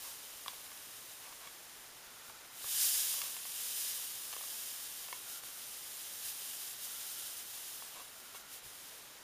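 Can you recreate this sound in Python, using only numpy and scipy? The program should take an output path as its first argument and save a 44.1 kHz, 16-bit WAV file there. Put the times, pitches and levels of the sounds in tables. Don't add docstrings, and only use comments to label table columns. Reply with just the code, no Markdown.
import sys
import numpy as np
from scipy import signal
from scipy.fft import rfft, irfft
from scipy.io import wavfile

SR = 44100
rng = np.random.default_rng(int(sys.argv[2]) if len(sys.argv) > 2 else 0)


def materialize(psi):
    bounded = np.clip(np.atleast_2d(psi).T, -1, 1)
    quanta = np.round(bounded * 32767).astype(np.int16)
    wavfile.write(sys.argv[1], SR, quanta)


N = 407043
TIME = np.arange(N) / SR
FREQS = np.maximum(np.arange(N // 2 + 1) * SR / N, 1)
CUTOFF_HZ = 15350


def from_db(db):
    return 10 ** (np.asarray(db) / 20)


def rms_one(x):
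    return x / np.sqrt(np.mean(x ** 2) + 1e-20)


def colour(x, points):
    hz, db = np.transpose(points)
    return irfft(rfft(x) * from_db(np.interp(np.log(FREQS), np.log(hz), db)), N)


def band(x, low_hz, high_hz):
    return irfft(rfft(x) * (FREQS > low_hz) * (FREQS < high_hz), N)


def drift(rate_hz):
    return rms_one(irfft(rfft(rng.standard_normal(N)) / (1 + (FREQS / rate_hz) ** 2), N))


def swell(middle_s, length_s):
    return np.cos(np.pi * np.clip((TIME - middle_s) / length_s, -.5, .5)) ** 2


def resonate(x, hz, width_hz):
    return signal.lfilter(*signal.iirpeak(hz, hz / width_hz, fs=SR), x)


def ring(clicks, hz, t60):
    decay, step = from_db(-60 / (t60 * SR)), 2 * np.pi * hz / SR
    feedback = [1, -2 * decay * np.cos(step), decay * decay]
    return signal.lfilter([0, decay * np.sin(step)], feedback, clicks + 1e-18)


# frequency in Hz, gain in dB.
ROOM_MID_EQ = [(25, -8), (45, 0.5), (65, -5.5), (100, -1), (150, -2.5), (300, -0.5), (600, 2), (1150, 3),
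               (2000, 2), (3500, -2.5), (7000, -2.5), (15000, -25.5)]
ROOM_SIDE_EQ = [(25, -32), (60, -15), (125, -11), (300, -2.5), (600, 1.5), (1000, 4.5), (2000, -11),
                (5000, -25), (9000, -28), (15000, -25)]

def room_rush(eq, level_db):
    return from_db(level_db) * rms_one(colour(rng.standard_normal(N), eq))


def sizzle(per_s, spread_db):
    sizes = from_db(spread_db * np.minimum(rng.exponential(1, N), 4)) * rng.choice([-1, 1], N)
    return rms_one(sizes * (rng.random(N) < per_s / SR))


def fizz(level_db=-12, t60=0.0033):
    pitches_hz = np.linspace(2800, 14800, 14)
    pings = sum(ring(sizzle(per_s=80, spread_db=1.5), hz, t60) for hz in pitches_hz)
    return from_db(level_db) * rms_one(pings)


def reflections(x, level_db, longest_s, count=14):
    sway, out = drift(rate_hz=.3), x.copy()
    lags_s = rng.uniform(0.000973, longest_s, count)
    swings_s = rng.normal(0, 1.2e-5, count)
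    for lag, swing, sign in zip(lags_s, swings_s, rng.choice([-1, 1], count)):
        out += sign * from_db(level_db) * np.interp(TIME - lag - swing * sway, TIME, x)
    return out


# time in seconds, level in dB.
JET_FLOW = [(0, -51), (0.95, -51.8), (1.75, -56), (2.5, -57.5), (2.7, -38.5), (2.84, -31), (3.14, -37),
            (3.38, -45.5), (3.81, -39), (4.23, -46), (4.58, -43), (5.2, -48.5), (5.95, -47.5),
            (6.45, -44.5), (7.3, -45.5), (7.75, -47.5), (8.12, -55), (8.88, -53), (9.23, -59.5)]
# middle in seconds, length in seconds, boost or dip in dB.
JET_SPUTTERS = [(0.064, 0.27, 4.5), (2.273, 0.093, 4), (5.33, 0.17, 3), (5.415, 0.063, -5.5),
                (5.514, .1, -2), (6.282, 0.15, 4), (6.77, 0.14, -4), (6.847, .05, 2.5), (7.453, .1, -3.5),
                (8.368, 0.047, 4), (8.45, 0.14, -4.5), (8.54, .1, 5), (8.615, .06, -7)]
# pitch in Hz, width in Hz, level in dB against the direct hiss.
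HOLLOW_RESONANCES = [(1677, 160, 1), (3130, 300, -10.5), (3760, 340, -7), (5000, 270, -12.5),
                     (6830, 180, -12), (7610, 190, -14), (9470, 490, -11.5), (12300, 240, -10.5)]
# frequency in Hz, gain in dB.
JET_EQ = [(400, -27), (1000, -17), (1600, -14), (2350, -9.5), (2900, -3.5), (4300, -5), (5200, -2.5),
          (6500, -2.5), (8600, -1), (9900, 0), (12500, -1.5), (15300, -2)]

def vapour_jet(sizzle_db=-11, flutter_db=0.5, rough_db=0.48, waver_db=0.3, split_hz=4500):
    flow_db = np.interp(TIME, *np.transpose(JET_FLOW))
    flow_db += sum(db * swell(middle, length) for middle, length, db in JET_SPUTTERS)
    source = rng.standard_normal(N) + from_db(sizzle_db) * sizzle(per_s=2500, spread_db=3.0)
    source *= from_db(flutter_db * drift(rate_hz=17) + rough_db * drift(rate_hz=200))
    source += fizz()
    hollow = sum(from_db(db) * resonate(source, hz, width) for hz, width, db in HOLLOW_RESONANCES)
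    hiss = colour(reflections(source + hollow, level_db=-27.5, longest_s=.014), JET_EQ)
    top, low = band(hiss, split_hz, CUTOFF_HZ), band(hiss, 0, split_hz)
    usual_flow_db, low_cut_per_db = -45, 0.1644
    hiss = top + low * from_db(-low_cut_per_db * (flow_db - usual_flow_db))
    return from_db(flow_db + waver_db * drift(rate_hz=9.5)) * hiss / np.std(top)


# pitch in Hz, level in dB, 60 dB decay time in seconds.
BODY_MODES = [(567, 0.5, 0.012), (740, -6, 0.028), (934, -5.5, 0.03), (1106, -0.5, 0.022),
              (1700, -7.5, 0.02), (2203, -8, 0.033), (2770, -2.5, 0.016), (3270, -3, 0.021),
              (4100, -5, .012), (5060, -4, 0.014), (6100, -6, 0.013), (7440, -2, 0.0062),
              (11000, -11, .007)]
# start in seconds, length in seconds, level in dB, favoured pitch in Hz.
RUB_STROKES = [(0.026, 0.07, -58.5, 1110), (1.227, 0.11, -59.5, 1000), (1.407, 0.076, -57.5, 1120),
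               (3.17, 0.13, -57.5, 1100), (7.937, 0.097, -55, 910), (8.336, 0.039, -54, 1410)]

def rubs(rolloff_db_per_octave=-3, rasp_db=-2):
    slips, out = sizzle(per_s=1300, spread_db=-2.0), np.zeros(N)
    modes = [(hz, (-1) ** k * from_db(db) * ring(slips, hz, t60))
             for k, (hz, db, t60) in enumerate(BODY_MODES)]
    rasp = from_db(rasp_db) * rms_one(resonate(slips, hz=2740, width_hz=4300))
    for start, length, db, pitch_hz in RUB_STROKES:
        body = sum(from_db(rolloff_db_per_octave * abs(np.log2(hz / pitch_hz))) * mode
                   for hz, mode in modes)
        stroke = np.sqrt(np.sin(np.pi * np.clip((TIME - start) / length, 0, 1)))
        out += from_db(db) * stroke * (rms_one(body) + rasp)
    return out


# start in seconds, level in dB, treble tilt in dB, low-end weight in dB.
TICK_HITS = [(0.4612, -37, -15, -22), (0.481, -34.5, -2, -19), (0.534, -45, -2, -5),
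             (0.717, -47.5, -3.5, -16), (1.326, -46, -4, -12), (1.473, -46, -1.5, -22),
             (2.297, -43, -7, -7), (2.643, -39.5, -7, 0), (3.14, -42, -4, -7), (3.217, -39.5, 3, -23),
             (3.366, -42.5, 0, -13), (3.453, -44.5, 2.5, -4), (4.328, -44, 6, -5), (4.336, -41, 2, -3),
             (4.365, -39.5, 0, -1), (4.41, -41.5, -8, -8), (4.438, -43, -14, -11), (5.085, -43, -3, 0),
             (5.127, -34.5, -4, -6), (5.436, -45, 1, -2), (7.823, -40.5, -8, -4)]

def ticks(trim_db=-4, scatter_db=2.5, crack_db=-12, crack_s=0.0016, low_cut_hz=400):
    hz, mode_db, t60 = np.transpose(BODY_MODES)[:, :, None]
    octaves = np.log2(hz / 1150)
    treble_share, low_share = np.clip(octaves / 1.4, 0, 2), np.clip(-octaves, 0, 1)
    age, out = TIME[:SR // 10], np.zeros(N)
    for start, db, treble_db, weight_db in TICK_HITS:
        strength_db = mode_db + treble_share * treble_db + low_share * weight_db
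        strength_db += rng.normal(0, scatter_db, hz.shape)
        pitch = hz * (1 + rng.normal(0, .04, hz.shape))
        phase = 2 * np.pi * (pitch * age + rng.random(hz.shape))
        modes = from_db(strength_db - 60 * age / t60) * np.sin(phase)
        low_modes = modes[hz[:, 0] < 1500].sum(axis=0)
        attack_height = np.sqrt(2) * np.std(low_modes[age < .004])
        crack = from_db(crack_db + treble_db) * np.exp(-age / crack_s) * rng.standard_normal(len(age))
        onset = round(start * SR)
        out[onset:onset + len(age)] += from_db(db + trim_db) * (modes.sum(axis=0) / attack_height + crack)
    return signal.sosfilt(signal.butter(2, low_cut_hz, "high", fs=SR, output="sos"), out)


def room_tail(x, level_db, t60):
    tail = rng.standard_normal(SR // 2) * from_db(-60 * TIME[:SR // 2] / t60)
    return x + from_db(level_db) * signal.fftconvolve(x, tail / np.linalg.norm(tail))[:N]


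WHISTLE_CRESTS = [2.3, 5.35, 7.1, 8.35]

def whistle(hz=1400, width_hz=150, level_db=-65.5, length_s=1.0):
    swells = sum(swell(crest, length_s) for crest in WHISTLE_CRESTS)
    breath = resonate(rng.standard_normal(N), hz, width_hz)
    return from_db(level_db) * swells * rms_one(resonate(breath, hz, width_hz))


# start in seconds, level in dB.
BUMP_HITS = [(2.288, -61), (2.646, -57), (5.434, -63), (6.247, -60), (8.647, -63), (8.663, -58)]

def bumps(thud_hz=115, deep_hz=55, deep_db=-8):
    starts, db = np.transpose(BUMP_HITS)
    knocks = np.zeros(N)
    knocks[np.round(starts * SR).astype(int)] = from_db(db)
    return ring(knocks, thud_hz, t60=0.083) + from_db(deep_db) * ring(knocks, deep_hz, t60=.09)


def scene():
    mid = vapour_jet() + room_tail(ticks() + rubs(), level_db=-11.5, t60=0.29)
    mid += whistle() + bumps() + room_rush(ROOM_MID_EQ, level_db=-57)
    side = room_rush(ROOM_SIDE_EQ, level_db=-81.5)
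    return np.array([mid + side, mid - side])


def record(dry):
    notched = dry - 0.69 * resonate(dry, hz=7830, width_hz=270)
    return signal.sosfilt(signal.ellip(12, .1, 80, CUTOFF_HZ, fs=SR, output="sos"), notched)


dry = scene()
out = record(dry)
materialize(out)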